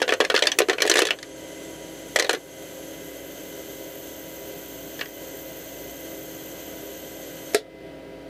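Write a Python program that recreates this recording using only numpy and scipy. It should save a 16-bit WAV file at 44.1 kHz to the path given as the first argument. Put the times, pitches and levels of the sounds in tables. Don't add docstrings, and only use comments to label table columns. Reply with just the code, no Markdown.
import sys
import numpy as np
from scipy import signal
from scipy.io import wavfile
from scipy.ndimage import uniform_filter1d, minimum_filter1d

SR = 44100
rng = np.random.default_rng(int(sys.argv[2]) if len(sys.argv) > 2 else 0)


def pcm_store(signal):
    levels = np.round(np.clip(np.atleast_2d(signal), -1, 1) * 32767)
    wavfile.write(sys.argv[1], SR, levels.astype(np.int16).T)


def level_to_linear(level):
    exponent = np.asarray(level, float) / 20
    return 10 ** exponent


N = 365581


def evened(x):
    return x / np.sqrt(np.mean(x ** 2) + 1e-20)


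def peaked(x):
    return x / (abs(x).max() + 1e-20)


def colour(x, points):
    f, db = np.transpose(points)
    hz = abs(np.fft.fftfreq(4096, 1 / SR))
    gain_db = np.interp(np.log(hz + 1), np.log(f), db)
    log_gain = np.log(level_to_linear(np.maximum(gain_db, -90)))
    taps = np.fft.ifft(np.exp(np.conj(signal.hilbert(log_gain)))).real[:2048]
    return signal.oaconvolve(x, taps)[:len(x)]


def resonate(x, hz, width):
    return signal.lfilter(*signal.iirpeak(hz, hz / width, SR), x)


def add(mix, s, sound):
    part = mix[round(s * SR):][:len(sound)]
    part += sound[:len(part)]


def drift(rate_hz):
    size, steps = round(SR / 64 / rate_hz), N // 64 + 2
    slow = uniform_filter1d(uniform_filter1d(rng.standard_normal(steps), size), size)
    return evened(np.interp(np.arange(N) / 64, np.arange(steps), slow))


def contact(noise, length_s, rise_s):
    t = np.arange(len(noise)) / SR
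    return noise * abs(noise) ** 0.6 * (1 - np.exp(-t / rise_s)) * np.exp(-t / length_s)


# start in seconds,
# crack level in dB, ring of the ice in Hz, brightness in dB, level of the blow on the tray floor in dB
MAIN_FALL = [(0.002, -29, 3000, -10, -28), (0.018, -9, 1660, -19, -7), (0.0258, -10.5, 1590, -28, -30),
             (0.079, -12, 1550, -24, -13), (0.0912, -10.5, 2490, -40, -10),
             (0.105, -17.5, 1610, -22, -35), (0.123, -8.5, 1590, -30, -7),
             (0.1364, -14, 1580, -13, -17), (0.2035, -5.5, 1590, -20, -4),
             (0.209, -6.5, 1700, -23, -30), (0.2414, -24, 2050, -15, -21),
             (0.2487, -13.5, 2070, -16, -20), (0.3, -9, 1700, -20, -11), (0.3182, -22, 1640, -20, -30),
             (0.343, -13, 2600, -34, -6), (0.3503, -8, 1810, -17, -30), (0.3623, -7, 4200, -34, -25),
             (0.3758, -11, 1610, -25, -30), (0.3907, -14, 1680, -10, -35), (0.4233, -4, 3020, -18, -9),
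             (0.4367, -14, 2100, -17, -35), (0.455, -20, 1900, -11, -18.5),
             (0.4697, -2.5, 4500, -22, -28), (0.517, -9, 5950, -38, -40),
             (0.5871, -1.5, 2600, 4, -13), (0.604, -16, 1600, -28, -2.5), (0.6179, -14, 3500, -30, -38),
                 (0.6864, -18, 1480, -16, -12), (0.6969, -4, 1810, -20, -7.5),
                 (0.7312, -17.5, 1530, -23, -17), (0.7827, -15, 2400, -42, -21),
                 (0.8039, -14.5, 2400, -15, -20), (0.82, -3, 1690, -7, -11),
                 (0.8525, -17, 1780, -12, -12.5), (0.864, -17, 2800, 2, -25),
                 (0.8752, -13.5, 3000, -5, -22), (0.897, -2.5, 5900, -8, -12),
                 (0.9143, -4.5, 3800, -19, -11), (0.939, -11.5, 2500, 0, -20), (0.956, -7.5, 2040, -9, -10),
                 (0.9697, -7.5, 1800, -8, -14), (0.9813, -9, 3350, -13, -22), (0.99, -3.5, 1700, 1, -8),
                 (1.0028, -15, 3000, -12, -22), (1.019, -8.5, 2600, -6, -7.5)]
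ROLLING_OUT = [
    (1.032, -23, 1900, -19, -35),
    (1.0525, -13, 3430, -5, -14),
    (1.069, -13.5, 3400, -9, -23),
    (1.0863, -18, 1710, -35, -32),
    (1.1059, -6, 2730, -48, -21.5),
    (1.1344, -37, 1500, -30, -26),
    (1.187, -30, 1600, -15, -45),
    (1.2278, -25, 2000, -8, -45),
]
LAST_CUBE_FALL = [(2.16, -4.5, 2050, -4, -10), (2.188, -12, 3000, -2, -14), (2.1964, -6, 2000, -8, -20),
                  (2.204, -15, 1870, -20, -30), (2.2235, -10, 1960, -15, -15),
                  (2.2455, -17, 3800, -29, -16), (2.2654, -24, 3600, -22, -32),
                  (2.294, -4.5, 1615, -12, -9), (2.3085, -17, 1670, -16, -23), (2.33, -11.5, 1640, 5, -28),
                  (2.337, -24, 1700, -20, -13), (2.3475, -20, 3480, -24, -17)]
ICE_SETTLING = [
    (4.992, -30, 1740, -25, -40),
    (5.0102, -22, 3800, -35, -36),
    (5.013, -20, 1740, -40, -29),
    (5.057, -32, 1900, -22, -50),
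]
STRIKES = MAIN_FALL + ROLLING_OUT + LAST_CUBE_FALL + ICE_SETTLING
# frequency in Hz, spectrum level in dB per Hz
STRIKE_COLOUR = [(530, -25), (900, -20), (1690, 9), (2160, 4.5), (3070, 0), (5490, -13.5), (5980, -11),
                 (13500, -33.5), (14800, -46), (16400, -66)]
# frequency in Hz, width in Hz, level in dB
HOUSING_MODES = [(1250, 220, -7), (1560, 130, -3), (1740, 90, 0), (1920, 130, -4), (2470, 160, -6),
                 (3100, 170, -6), (3940, 200, -7), (4940, 250, -9), (5980, 250, -9)]
CONTACT_S, CONTACT_S_PER_DB = .0032, .00003
HOUSING_DB, HOUSING_PER_DB = -12.5, .35


def knocks():
    out = np.zeros(N)
    noise = rng.standard_normal((len(STRIKES), 3000))
    spread = rng.uniform(1.3, 2.5, (len(STRIKES), 2))
    places = rng.uniform(-1, 1, (len(STRIKES), len(HOUSING_MODES)))
    for (s, db, hz, bright_db, floor_db), n, (second, third), place in zip(STRIKES, noise, spread, places):
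        on_floor = np.clip(floor_db - db, -30, 10)
        share_db = HOUSING_DB + HOUSING_PER_DB * on_floor
        blow = contact(n, max(CONTACT_S + CONTACT_S_PER_DB * on_floor, .001), 0.0011)
        tilt = [(bright_db + 22) * np.clip(np.log2(f / 3000) / 2.25, 0, 1) for f, v in STRIKE_COLOUR]
        fill = [(share_db + 8) * (f < 2300) for f, v in STRIKE_COLOUR]
        crack = colour(blow, [(f, v + a + b) for (f, v), a, b in zip(STRIKE_COLOUR, tilt, fill)])

        tap = contact(n, 0.0011, 0.00027) + 0.51 * blow
        ice = resonate(tap, hz, .07 * hz)
        ice = ice + 0.16 * resonate(tap, hz * second, 140) + 0.17 * resonate(tap, hz * third, 210)
        lump = resonate(resonate(blow, hz, .35 * hz), hz, .35 * hz)
        housing = sum(level_to_linear(v + 4 * p) * resonate(tap, f * (1 + .03 * p), w)
                      for (f, w, v), p in zip(HOUSING_MODES, place))
        body = .4 * peaked(ice) + .35 * peaked(lump) + level_to_linear(share_db + 3) * peaked(housing)
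        add(out, s, level_to_linear(db) * peaked(peaked(crack) + body))
    return out


# frequency in Hz, width in Hz, level in dB
TRAY_MODES = [(340, 70, -10), (430, 70, -3), (560, 90, -2), (670, 90, 4), (1050, 250, -7)]
FLOOR_HZ, FLOOR_SPREAD, FLOOR_RING = 455, .12, .9


def thumps():
    out, t = np.zeros(N), np.arange(4000) / SR
    noise = rng.standard_normal((len(STRIKES), len(t)))
    places = rng.uniform(-1, 1, (len(STRIKES), len(TRAY_MODES)))
    for (s, *_, db), n, place in zip(STRIKES, noise, places):
        hz = FLOOR_HZ * (1 + FLOOR_SPREAD * place[0])
        push = np.sin(2 * np.pi * hz * t) * (t / .0017) * np.exp(-t / .0017)
        drive = contact(n, 0.0018, 0.00026)
        modes = sum(level_to_linear(v + 3 * p) * resonate(drive, f * (1 + .06 * p), 1.3 * w)
                    for (f, w, v), p in zip(TRAY_MODES, place))
        add(out, s - .001, level_to_linear(db) * peaked(peaked(push) + FLOOR_RING * peaked(modes)))
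    return out


SKID_DB, SKID_S = -18, .042


def rattle():
    struck = rng.random(N) < 2500 / SR
    tick_db = 3 * np.minimum(rng.exponential(1, N), 3)
    ticks = struck * level_to_linear(tick_db) * rng.choice([-1, 1], N)
    tray = sum(level_to_linear(v) * resonate(ticks, f, w) for f, w, v in TRAY_MODES)
    body = evened(colour(ticks, STRIKE_COLOUR)) + 1.2 * evened(tray)
    jolts = np.zeros(N)
    for s, db, *_ in STRIKES:
        jolts[round(s * SR)] += level_to_linear(db) ** 2
    motion = abs(signal.oaconvolve(jolts, np.linspace(1, 0, round(SKID_S * SR)) ** 2)[:N])
    return level_to_linear(SKID_DB) * evened(body) * np.sqrt(motion)


# frequency in Hz, t60 in seconds
CAVITY_DECAY = [(300, 0.125), (1000, 0.1), (3000, 0.079), (8000, 0.055), (16000, 0.038)]


def cavity(x):
    hz, t, z = signal.stft(rng.standard_normal((4, SR // 4)), SR, nperseg=128)
    t60 = np.interp(hz, *np.transpose(CAVITY_DECAY))[:, None]
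    tails = signal.istft(z * level_to_linear(-60 * t / t60), SR, nperseg=128)[1]
    turn = 2 * np.pi * (9.3 * np.arange(N) / SR + np.arange(4)[:, None] / 4)
    share = np.maximum(np.cos(turn), 0)
    return sum(signal.oaconvolve(x * w, tail / np.linalg.norm(tail))[:N] for w, tail in zip(share, tails))


# frequency in Hz, spectrum level in dB per Hz
FAN_COLOUR = [(30, -26), (48, -26), (70, -16.5), (130, -8), (240, -10.5), (420, -7), (700, -9),
              (880, -43.5), (1300, -21), (2800, -23.5), (4000, -28), (7000, -39), (12000, -41.5),
              (15500, -40)]
# frequency in Hz, width in Hz, level in dB
DUCT_MODES = [(166, 16, -11), (401.5, 10, -3), (647, 20, -7), (1550, 150, -27.5), (2940, 580, -31.5)]
# frequency in Hz, rms level in dB, pitch factor once the valve has shut
MOTOR_TONES = [(59, -58, 1), (281, -50, 1), (321.2, -48, 1), (526, -48, .997), (562, -55, 1),
               (802.9, -64, 1), (963.4, -60, 1), (1287, -72, 1), (1606, -67, 1), (1922, -68, 1),
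               (2045.6, -57, .996), (2622, -73, 1), (3037, -66, .998), (3212, -69, .997), (4657, -77, 1),
               (6056, -78, 1)]
FAN_DB = -40.5


def machine():
    t = np.arange(N) / SR
    air = evened(colour(rng.standard_normal(N), FAN_COLOUR))
    stir = rng.standard_normal(N)
    air = air + sum(level_to_linear(v) * evened(resonate(stir, f, w)) for f, w, v in DUCT_MODES)
    tones = 0
    for hz, db, sag in MOTOR_TONES:
        turns = np.cumsum(hz * np.where(t > VALVE_BLOWS[1][0], sag, 1)) / SR
        level = level_to_linear(db + 1.5 * drift(6)) * np.sqrt(2)
        tones = tones + level * np.cos(2 * np.pi * turns + 1.2 * drift(8))
    return air * level_to_linear(FAN_DB - 5.5) * level_to_linear(0.46 * drift(5)) + tones


def whistle(x, hz, width):
    turn = np.exp(2j * np.pi * np.cumsum(hz * np.ones(len(x))) / SR)
    r = np.exp(-np.pi * width / SR)
    smooth = signal.lfilter([1], np.convolve([1, -r], [1, -r]), x / turn)
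    return evened((turn * smooth).real)


# frequency in Hz, spectrum level in dB per Hz
GAS_COLOUR = [(180, -26.5), (300, -3.5), (468, -6), (552, -0.5), (890, -22.5), (967, -15.5), (1810, -34.5),
              (2000, -13.5), (2170, -20.5), (3110, -17), (5360, -23), (6430, -16.5), (9710, -25.5),
              (13300, -25), (15400, -24.5)]
# frequency in Hz, width in Hz, level in dB
PIPE_MODES = [(1550, 230, -8.5), (1957, 100, -12.5), (3100, 470, -6), (5990, 100, -10), (6435, 120, -6),
              (7300, 150, -14), (7630, 180, -9.5), (8460, 150, -16.5), (10500, 200, -15), (10980, 89, -22),
              (12800, 150, -13), (14150, 124, -20), (14600, 120, -28), (4250, 120, -17)]
# frequency when loudest in Hz, width in Hz,
# climb in Hz per second
MOVING_MODES = [(13440, 330, 10), (11450, 300, 120), (12100, 380, 300), (15230, 130, 5), (14300, 200, 130)]
# loudest moment in seconds, level in dB, time to fade by 6 dB in seconds
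MODE_SWELLS = [
    (5.3, -47, 2),
    (3.4, -54.5, 1.8),
    (7.5, -50, 1.5),
    (4.6, -58.5, 2.3),
    (5.2, -66, 2.5),
]
SWELL_SHAPE = 2.6
HISS_DB, HISS_DB_PER_S = -52.4, .2


def gas():
    t = np.arange(N) / SR
    jets = rng.standard_normal((5, N))
    pipes = sum(level_to_linear(v) * evened(resonate(resonate(jets[k % 2], f, w), f, w))
                for k, (f, w, v) in enumerate(PIPE_MODES))
    flow = level_to_linear(HISS_DB + HISS_DB_PER_S * t + .5 * drift(26))
    out = flow * (level_to_linear(7.5) * evened(colour(jets[2], GAS_COLOUR)) + level_to_linear(3.5) * evened(pipes))
    for k, ((hz, width, climb), (s, db, span)) in enumerate(zip(MOVING_MODES, MODE_SWELLS)):
        swell = level_to_linear(db - 6 * abs((t - s) / span) ** SWELL_SHAPE)
        out += swell * whistle(jets[3 + k % 2], hz + climb * (t - s), width)
    return out * level_to_linear(-60 * np.maximum(t - VALVE_BLOWS[1][0], 0) / .16)


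# start in seconds, peak level in dB
VALVE_BLOWS = [
    (7.536, -29),
    (7.546, -3.5),
]
# frequency in Hz, spectrum level in dB per Hz
SLAM_COLOUR = [(120, -66), (200, -34), (426, -5.5), (687, -11.5), (923, -34), (1890, -23), (2890, -27),
               (3960, -26), (9070, -28), (14900, -39), (16400, -71)]
# frequency in Hz, level in dB, t60 in seconds
VALVE_RING = [(425, -7, 0.085), (520, -11, 0.06), (680, -8.5, 0.06), (1367, -20.5, 0.091),
              (1550, -14, 0.02), (1914, -19, 0.06), (2121, -18, 0.055), (2280, -40, 0.16)]


def valve():
    out, t = np.zeros(N), np.arange(9000) / SR
    for s, db in VALVE_BLOWS:
        crack = colour(contact(rng.standard_normal(len(t)), .003, .0006), SLAM_COLOUR)
        shake = colour(rng.standard_normal(len(t)), SLAM_COLOUR)
        shake = shake + 4 * resonate(shake, 3700, 1000) + 1.1 * resonate(shake, 1800, 700)
        shake = shake * level_to_linear(-60 * t / .13)
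        ring = sum(level_to_linear(v - 60 * t / t60) * np.sin(2 * np.pi * f * t) for f, v, t60 in VALVE_RING)
        ring = ring * (1 - np.exp(-t / 0.0011))
        add(out, s, level_to_linear(db) * peaked(peaked(crack) + .6 * peaked(ring) + .35 * peaked(shake)))
    return out


def scene():
    hits = level_to_linear(5.0) * (knocks() + thumps()) + level_to_linear(-1.0) * rattle()
    hits = signal.sosfilt(signal.butter(4, 290, "high", fs=SR, output="sos"), hits)
    slam = level_to_linear(5.0) * valve()
    tail = cavity(level_to_linear(-6.0) * hits + level_to_linear(-11) * slam)
    return (hits + slam + tail + machine() + gas())[None]


# frequency in Hz, level against the mean treble of the moment in dB
TREBLE_MASK = [(4000, -24), (8000, -12), (9700, -7.5), (12500, -7), (13800, -5), (15000, -4)]


def thin(x):
    hz, t, z = signal.stft(x, SR, nperseg=2048, noverlap=1536)
    power = uniform_filter1d(uniform_filter1d(abs(z) ** 2, size=6, axis=0), size=7, axis=1)
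    treble = power[(hz > 5000) & (hz < 12500)].mean(0)
    mask_db = np.interp(hz, *np.transpose(TREBLE_MASK), left=-90)
    keep = power > minimum_filter1d(treble, size=9) * level_to_linear(2 * mask_db)[:, None]
    keep |= -minimum_filter1d(-treble, size=9) > level_to_linear(2 * -67)
    keep[hz > 15400] = treble > level_to_linear(2 * -54.5)
    return signal.istft(z * keep, SR, nperseg=2048, noverlap=1536)[1][:N]


def band_limit(x):
    return signal.sosfilt(signal.butter(12, 16510, fs=SR, output="sos"), x)


def record(dry):
    power_db = 10 * np.log10(abs(uniform_filter1d(dry[0] ** 2, 200)) + 1e-12)
    over_db = np.clip(.8 * (power_db + 23), 0, 4.8)
    hold = round(.12 * SR)
    held = -minimum_filter1d(-over_db, hold, origin=(hold - 1) // 2)
    fall = np.arange(N) * 27.4 / SR
    duck_db = np.maximum(np.maximum.accumulate(held + fall) - fall, 0)
    x = 0.93 * np.tanh(dry / level_to_linear(uniform_filter1d(duck_db, 90)) / 0.96)
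    x = signal.sosfilt(signal.butter(2, 45, "high", fs=SR, output="sos"), x)
    mix = thin(x[0])[None]
    return band_limit(mix)


dry = scene()
out = record(dry)
pcm_store(out)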